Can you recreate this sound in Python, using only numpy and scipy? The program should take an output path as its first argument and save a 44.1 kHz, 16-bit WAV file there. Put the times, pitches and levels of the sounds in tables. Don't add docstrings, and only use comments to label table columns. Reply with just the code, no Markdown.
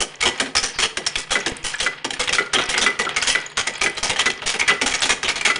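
import sys
import numpy as np
from scipy import signal
from scipy.io import wavfile
from scipy.ndimage import uniform_filter1d, minimum_filter1d

SR = 44100
rng = np.random.default_rng(int(sys.argv[2]) if len(sys.argv) > 2 else 0)


def unload_wav(signal):
    wavfile.write(
        sys.argv[1],
        SR,
        np.round(np.clip(np.atleast_2d(signal).T, -1, 1) * 32767).astype(np.int16),
    )


N = 246519

# start in seconds, relative strength in dB, chatter length in seconds,
# relative treble in dB, clink in Hz, relative frame boom in dB, boom resonance in Hz.
CLACKS = [(0.004, -14, 0.03, 5, 3020, -27.5, 477), (0.205, -14.5, 0.022, -1.5, 2220, -48, 480),
          (0.225, -7, 0.018, -3.5, 2190, -29.5, 480), (0.253, -4.5, 0.03, -4.5, 3020, -22.5, 363),
          (0.398, -6, 0.017, -0.5, 1600, -25, 270), (0.458, -19.5, 0.016, -12, 1550, -35, 259),
          (0.551, -7, 0.012, -6, 5340, -30, 458), (0.565, -0.5, 0.013, -0.5, 5250, -45, 408),
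          (0.627, -15, 0.061, 0.5, 5860, -34, 459), (0.785, -11, 0.046, -1, 2200, -32.5, 390),
          (0.825, -6, 0.031, -3, 2960, -28, 448), (0.97, -11.5, 0.014, -1.5, 1650, -30.5, 326),
          (1.063, -10.5, 0.014, 1.5, 5400, -40, 680), (1.155, -8.5, 0.0064, -4, 3500, -37, 483),
          (1.17, -21, 0.046, 3, 3520, -42, 516), (1.305, -11, 0.045, 0, 3430, -29, 542),
          (1.46, -12, 0.023, -2, 1670, -26.5, 331), (1.639, -18, 0.066, 3, 3030, -37.5, 525),
          (1.8, -10.5, .02, -1.5, 3970, -38, 461), (1.824, -17, 0.031, 2, 1290, -34, 512),
          (2.044, -12.5, .015, -3.5, 925, -29, 339), (2.104, -15.5, 0.013, -3.5, 785, -40, 270),
          (2.132, -19.5, 0.014, 0, 1760, -57, 463), (2.193, -11.5, 0.043, -1.5, 2190, -29, 500),
          (2.275, -9, 0.0095, -12, 3330, -48, 710), (2.29, -7.5, 0.01, -10.5, 5300, -31.5, 502),
          (2.326, -7.5, 0.032, 1, 3420, -35.5, 360), (2.532, -8, .024, -1.5, 1590, -30, 402),
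          (2.548, -6, 0.019, -18, 3200, -24, 377), (2.583, -6, 0.02, -14.5, 1425, -27, 392),
          (2.612, -12.5, 0.019, -10, 1500, -40, 380), (2.688, -14.5, 0.041, 0.5, 2120, -34.5, 495),
          (2.739, -12, 0.028, -17, 2090, -32.5, 371), (2.777, -3.5, 0.012, -3, 4940, -30, 476),
          (2.812, -9.5, 0.032, 0.5, 3560, -28.5, 506), (2.99, -9, 0.028, -5, 1940, -26.5, 441),
          (3.049, -14.5, .009, -14, 2200, -31, 394), (3.09, -12, 0.015, -14, 1340, -41, 410),
          (3.162, -7, 0.018, -4, 2160, -34.5, 715), (3.222, -10.5, 0.023, 0, 1420, -41, 532),
          (3.271, -9, 0.029, 2, 3140, -31.5, 532), (3.296, -9, .034, 2, 3120, -49, 480),
          (3.57, -7.5, 0.041, -3.5, 1394, -33, 453), (3.669, -11, 0.021, -2.5, 2140, -33, 539),
          (3.81, -10, .024, -3, 2300, -32, 386), (3.833, -12.5, 0.021, 0.5, 2370, -27.5, 376),
          (3.967, -16, 0.031, -6.5, 4000, -39.5, 588), (4.028, -12.5, 0.047, 2.5, 780, -30.5, 686),
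          (4.095, -8.5, 0.026, -3, 2110, -30, 467), (4.16, -14, 0.021, -7, 800, -39, 607),
          (4.19, -4, .016, -2, 3110, -35, 396), (4.213, -13, 0.0075, -5, 3800, -41, 403),
          (4.256, -8, 0.015, -4, 1420, -35, 395), (4.3, -12, 0.0085, -5.5, 2980, -40, 400),
          (4.417, -17.5, 0.025, -14.5, 970, -37, 617), (4.458, -13, 0.06, 1.5, 3590, -33.5, 467),
          (4.539, -12.5, .023, -6.5, 800, -31, 453), (4.595, -11, .02, 1.5, 2260, -43, 430),
          (4.612, -2.5, 0.0068, -15, 2180, -35, 410), (4.677, -6, 0.021, -0.5, 2360, -45, 410),
          (4.7, -3.5, .015, -31, 2970, -25.5, 410), (4.813, -6, 0.017, -4, 2230, -24.5, 286),
          (4.858, -8.5, 0.038, -2, 840, -34, 713), (4.91, -17.5, 0.025, -1.5, 2270, -41.5, 710),
          (4.937, -11, 0.025, 0.5, 2230, -35.5, 583), (5.017, -8, 0.0097, -5, 3370, -50, 400),
          (5.025, -4, .016, -3, 3460, -33, 387), (5.052, -12, 0.025, -0.5, 860, -39, 330),
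          (5.091, -3, 0.031, -3, 2100, -26, 444), (5.229, -13.5, 0.015, -2.5, 1590, -30.5, 385),
          (5.243, -12.5, 0.031, -13.5, 6600, -40, 690), (5.279, -9.5, 0.035, -2, 2240, -33.5, 707),
          (5.356, -15.5, 0.028, -4, 4250, -36.5, 674), (5.41, -11, 0.0074, -4.5, 2330, -42, 410),
          (5.449, -2, 0.027, -2.5, 2200, -27.5, 403), (5.557, -10, .01, -7, 1410, -36.5, 382)]
# frequency in Hz, gain in dB.
CLACK_COLOUR = [(100, -11.5), (300, -23.5), (700, -8.5), (1080, -4.5), (1400, 0), (2300, 2), (3300, -0.5),
                (4600, 0.5), (5600, 5), (7000, 2), (8300, -2.5), (9900, -1), (12000, -58.5)]


def amp(db):
    return 10 ** (np.asarray(db) / 20)


def unit(x):
    return x / np.sqrt(np.mean(x ** 2) + 1e-20)


def read(points, hz):
    point_hz, value = np.transpose(points)
    return np.interp(np.log(hz + 1), np.log(point_hz + 1), value)


def hump(hz, centre_hz, octaves):
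    return 1 / (1 + (np.log2((hz + 1) / centre_hz) / octaves) ** 2)


def add(mix, start_s, sound):
    part = mix[max(round(start_s * SR), 0):][:len(sound)]
    part += sound[:len(part)]


def colour(x, db_at, size=2048):
    hz = abs(np.fft.fftfreq(size, 1 / SR))
    log_gain = np.log(amp(db_at(hz)))
    taps = np.fft.ifft(np.exp(np.conj(signal.hilbert(log_gain)))).real
    return signal.fftconvolve(x, taps[:size // 2])[:len(x)]


def ring(modes, t, scatter_cycles=0):
    out = 0
    for hz, db, t60_s in modes:
        phase_cycles = hz * t + scatter_cycles * rng.random()
        out = out + amp(db - 60 * t / t60_s) * np.sin(2 * np.pi * phase_cycles)
    return out


def uneven_spots(count, spread_db):
    return np.column_stack([np.geomspace(500, 11000, count), spread_db * rng.standard_normal(count)])


def chatter(t, length_s, contacts_per_s=2200, grit=0.81, rise_s=0.00095, clump_db=3.04,
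            stop_power=1.99, snap=0.67, snap_s=0.0039):
    contacts = rng.choice([-1., 1.], len(t)) * (rng.random(len(t)) < contacts_per_s / SR)
    clumps = amp(clump_db * unit(uniform_filter1d(rng.standard_normal(len(t)), size=110)))
    seating = np.exp(-(t / max(length_s, .002)) ** stop_power)
    fade = (1 - np.exp(-t / rise_s)) * (seating + snap * np.exp(-t / snap_s))
    burst = (unit(contacts) + grit * rng.standard_normal(len(t))) * clumps * fade
    return burst * np.linalg.norm(fade) / np.linalg.norm(burst)


def air(level_db=-51):
    # frequency in Hz, gain in dB.
    air_colour = [(25, -10), (60, -2.5), (100, -9), (145, 18), (200, 0), (400, 3), (1000, -1.5),
                  (3000, -19), (10000, -43.5)]
    noise = colour(rng.standard_normal(N), lambda hz: read(air_colour, hz), size=8192)
    return amp(level_db) * unit(noise)


def rubbing_db(s, turn_db=-9):
    # start in seconds, relative rubbing level in dB.
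    swings = [(0, -41.5), (0.19, -37), (0.54, -38), (0.95, -36.5), (1.29, -31.5), (1.619, -34),
              (2.029, -34.5), (2.521, -29.5), (2.97, -32), (3.54, -34.5), (4.0, -32.5), (4.42, -35.5),
              (4.8, -32.5), (5.21, -34.5)]
    starts_s, levels_db = np.transpose(swings)
    place = np.interp(s, np.append(starts_s, N / SR + 0.08), np.arange(len(starts_s) + 1))
    from_middle = 2 * (place % 1) - 1
    return levels_db[place.astype(int)] + turn_db * from_middle ** 2


def pivots(level_db=-1, grain_db=-1.0, grains_per_s=2500, stick_db=3.5, noise=4.3):
    # frequency in Hz, gain in dB.
    rub_colour = [(100, -1.5), (430, -3.5), (1000, 12.5), (2100, 17), (3200, 13), (5000, 4.5),
                  (10000, -45.5)]
    sizes = amp(grain_db * np.minimum(rng.exponential(1, N), 3))
    grains = rng.standard_normal(N) * (rng.random(N) < grains_per_s / SR) * sizes
    slips = amp(stick_db * unit(uniform_filter1d(rng.standard_normal(N), size=400)))
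    rough = (unit(grains) + noise * rng.standard_normal(N)) * slips
    rub = colour(rough, lambda hz: read(rub_colour, hz))
    return unit(rub) * amp(level_db + rubbing_db(np.arange(N) / SR))


def clack(t, length_s, clang_db, treble_db, clink_hz, spot_db=3.0, clink_db=9.0, clink_octaves=0.073,
          rocks_per_s=42, build_share=0.07, rebound_after=0.9, rebound_db=-14, rebound_s=0.021):
    tilt = [(450, 0.0024), (800, clang_db), (1300, clang_db), (1700, 0.018), (3700, 0.028), (5000, treble_db)]
    contacts = chatter(t, length_s) * (1 - np.exp(-t / (build_share * length_s)))
    add(contacts, rebound_after * length_s, amp(rebound_db) * chatter(t, rebound_s))
    lean, out = np.cos(np.pi * rocks_per_s * t) ** 2, 0
    for share in (lean, 1 - lean):
        spot = uneven_spots(44, spot_db)

        def gain_db(hz):
            steel_db = read(CLACK_COLOUR, hz) + read(tilt, hz) + read(spot, hz)
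            return steel_db + clink_db * hump(hz, clink_hz, clink_octaves)

        out = out + colour(contacts * share, gain_db, size=1024)
    return out


def boom(t, boom_hz=406.0, rise_s=0.016, peak_db=6.0, octaves=0.12, tone_db=-4.5):
    # frequency in Hz, gain in dB before the resonance peak.
    boom_colour = [(60, -26), (120, -11), (200, -2), (270, 0), (315, -4), (380, 2), (520, 1), (650, -3),
                   (830, -4), (1050, -14), (2500, -35)]
    swell = t / rise_s * np.exp(1 - t / rise_s)
    noise = rng.standard_normal(2 * len(t))
    crowd = colour(noise, lambda hz: read(boom_colour, hz) + peak_db * hump(hz, boom_hz, octaves))
    leading = amp(tone_db) * np.sin(2 * np.pi * (boom_hz * t + rng.random()))
    swing = (unit(crowd[len(t):]) + leading) * swell
    return swing * np.linalg.norm(swell) / np.linalg.norm(swing)


def linkage(level_db=-2.0, boom_db=-2.5, clang_db=2.0, treble_db=-4.0, clang_from_db=-32.5, clang_per_db=0.24):
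    out, t = np.zeros(N), np.arange(SR // 8) / SR
    for start_s, db, length_s, high_db, clink_hz, frame_db, boom_hz in CLACKS:
        low_db = clang_db + clang_per_db * (frame_db - clang_from_db)
        hit = clack(t, length_s, low_db, high_db + treble_db, clink_hz)
        add(out, start_s, amp(db + level_db) * hit)
        add(out, start_s, amp(boom_db + frame_db) * boom(t, boom_hz))
    return out


def pops(level_db=-30.0, fall_s=0.00059, release_s=0.0064, lowest_hz=2.7, full_length_s=0.04,
         hold_share=0.33, per_treble_db=1.0):
    out, t = np.zeros(N), np.arange(SR // 10) / SR
    for start_s, _, length_s, high_db, *_ in CLACKS:
        since_hold_s = np.maximum(t - hold_share * length_s + release_s / 2, 0)
        held = np.exp(-since_hold_s / release_s)
        depth = amp(level_db + per_treble_db * high_db) * min(length_s / full_length_s, 1)
        add(out, start_s, -depth * (1 - np.exp(-t / fall_s)) * held)
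    return signal.sosfilt(signal.butter(1, lowest_hz, "high", fs=SR, output="sos"), out)


def ticks(level_db=7.0, busy_per_s=30, busy_db=-34, spread_db=1.0, length_s=0.0032, spot_db=9.0):
    # frequency in Hz, gain in dB.
    tick_tilt = [(2200, 0.5), (5000, -7.5)]
    out, t = np.zeros(N), np.arange(SR // 40) / SR
    rate_per_s = busy_per_s * amp(rubbing_db(np.arange(N) / SR) - busy_db)
    for start_s in np.flatnonzero(rng.random(N) < rate_per_s / SR) / SR:
        spot = uneven_spots(20, spot_db)
        tick = colour(chatter(t, length_s),
                      lambda hz: read(CLACK_COLOUR, hz) + read(tick_tilt, hz) + read(spot, hz), size=512)
        tick_db = level_db + rubbing_db(start_s) + spread_db * rng.standard_normal()
        add(out, start_s, amp(tick_db) * tick)
    return out


def frame(x, ring_db=-15):
    # frequency in Hz, relative level in dB, t60 in seconds.
    frame_modes = [(270.4, -4.5, 0.18), (359, -2, 0.029), (522, -4, 0.061), (820, -22.5, 0.058),
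                   (933, 17.5, 0.0083), (1279, 3.5, 0.072), (1980, -3.5, 0.31), (2840, -35, 0.086),
                   (3360, 13, 0.03), (3840, -15, 0.05), (5310, 5, 0.044), (9060, -10.5, 0.026)]
    response = ring(frame_modes, np.arange(SR // 3) / SR)
    return x + amp(ring_db) * signal.fftconvolve(x, response / np.linalg.norm(response))[:N]


def squeaks(waver=0.096):
    # start in seconds, length in seconds, start in Hz, end in Hz, level in dB.
    squeak_rows = [(0.728, 0.072, 5000, 4500, -36), (1.738, 0.017, 1656, 1870, -19.5),
                   (3.064, 0.02, 1363, 1480, -18), (3.737, 0.053, 4900, 4340, -40)]
    out = np.zeros(N)
    for start_s, length_s, start_hz, end_hz, db in squeak_rows:
        n = round(length_s * SR)
        roughness = unit(uniform_filter1d(rng.standard_normal(n), size=40))
        hz = np.linspace(start_hz, end_hz, n) * (1 + waver * roughness)
        tone = np.sin(2 * np.pi * np.cumsum(hz) / SR)
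        add(out, start_s, amp(db) * signal.windows.tukey(n, .5) * tone)
    return out


def socket(ring_db=0., crack_db=7.5, boom_db=-3.0, length_s=0.017):
    # start in seconds, relative strength in dB, relative frame boom in dB.
    clanks = [(1.354, -15.5, -23.5), (1.863, -17, -31), (2.384, -13.5, -22.5), (2.863, -11, -24.5),
              (3.351, -14, -29.5), (3.8614, -15, -26.5), (4.264, -14.5, -26.5), (4.6881, -9, -35),
              (5.4995, -15.5, -31.5)]
    # frequency in Hz, relative level in dB, t60 in seconds.
    socket_modes = [(1370, -14, 0.028), (1410, -3, 0.041), (1610, -8, 0.015), (1970, 2.5, 0.06),
                    (2004, 3, 0.15), (2085, 1, 0.031), (2090, 0, 0.021), (2302, 0.5, 0.064),
                    (3340, -24.5, .06)]
    # frequency in Hz, gain in dB.
    clank_colour = [(100, -23), (400, -5), (900, -10.5), (1400, 8), (2200, -4.5), (3000, -2.5), (5000, -11),
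                    (10000, -19)]
    out, t = np.zeros(N), np.arange(SR // 3) / SR
    for start_s, db, frame_db in clanks:
        crack = colour(chatter(t, length_s), lambda hz: read(clank_colour, hz))
        ringing = ring(socket_modes, t, scatter_cycles=1)
        add(out, start_s, amp(db) * (amp(ring_db) * ringing + amp(crack_db) * crack))
        add(out, start_s, amp(frame_db + boom_db) * boom(t))
    return out


def reflections(onset_s=0.013, echoes_per_s=3000):
    # frequency in Hz, t60 in seconds.
    garage_t60 = [(150, 0.4), (400, 0.66), (1000, 0.43), (2800, 0.32), (7300, 0.32)]
    taps = rng.choice([-1., 1.], SR // 2) * (rng.random(SR // 2) < echoes_per_s / SR)
    hz, t, bands = signal.stft(taps, SR, nperseg=256)
    decay = amp(-60 * t / read(garage_t60, hz)[:, None])
    tail = signal.istft(bands * decay, SR, nperseg=256)[1]
    tail = tail * (1 - np.exp(-np.arange(len(tail)) / SR / onset_s))
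    return tail / np.linalg.norm(tail)


def garage(x, wet_db=-14.5, shift_per_s=2.345, count=3):
    turn = shift_per_s * np.arange(N) / SR
    wet = 0
    for k in range(count):
        share = np.cos(np.pi * (turn + k / count)) * np.sqrt(2 / count)
        wet = wet + signal.fftconvolve(x * share, reflections())[:N]
    return x + amp(wet_db) * wet


def scene():
    jack = frame(linkage() + pivots() + ticks()) + socket() + squeaks()
    return (garage(jack) + pops() + air())[None]


def record(dry, knee_db=-7.0, recover_db_per_s=904.0, squeeze=.6, edge_hz=10150):
    peak_db = -minimum_filter1d(-20 * np.log10(abs(dry[0]) + 1e-9), size=60)
    fall_db = np.arange(N) * recover_db_per_s / SR
    envelope_db = np.maximum.accumulate(peak_db + fall_db) - fall_db
    over_db = np.maximum(envelope_db - knee_db, 0)
    held = dry / amp(squeeze * uniform_filter1d(over_db, size=40))
    low_pass = signal.firwin(301, edge_hz, window=("kaiser", 6), fs=SR)
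    return signal.oaconvolve(held, low_pass[None], "same")


dry = scene()
out = record(dry)
unload_wav(out)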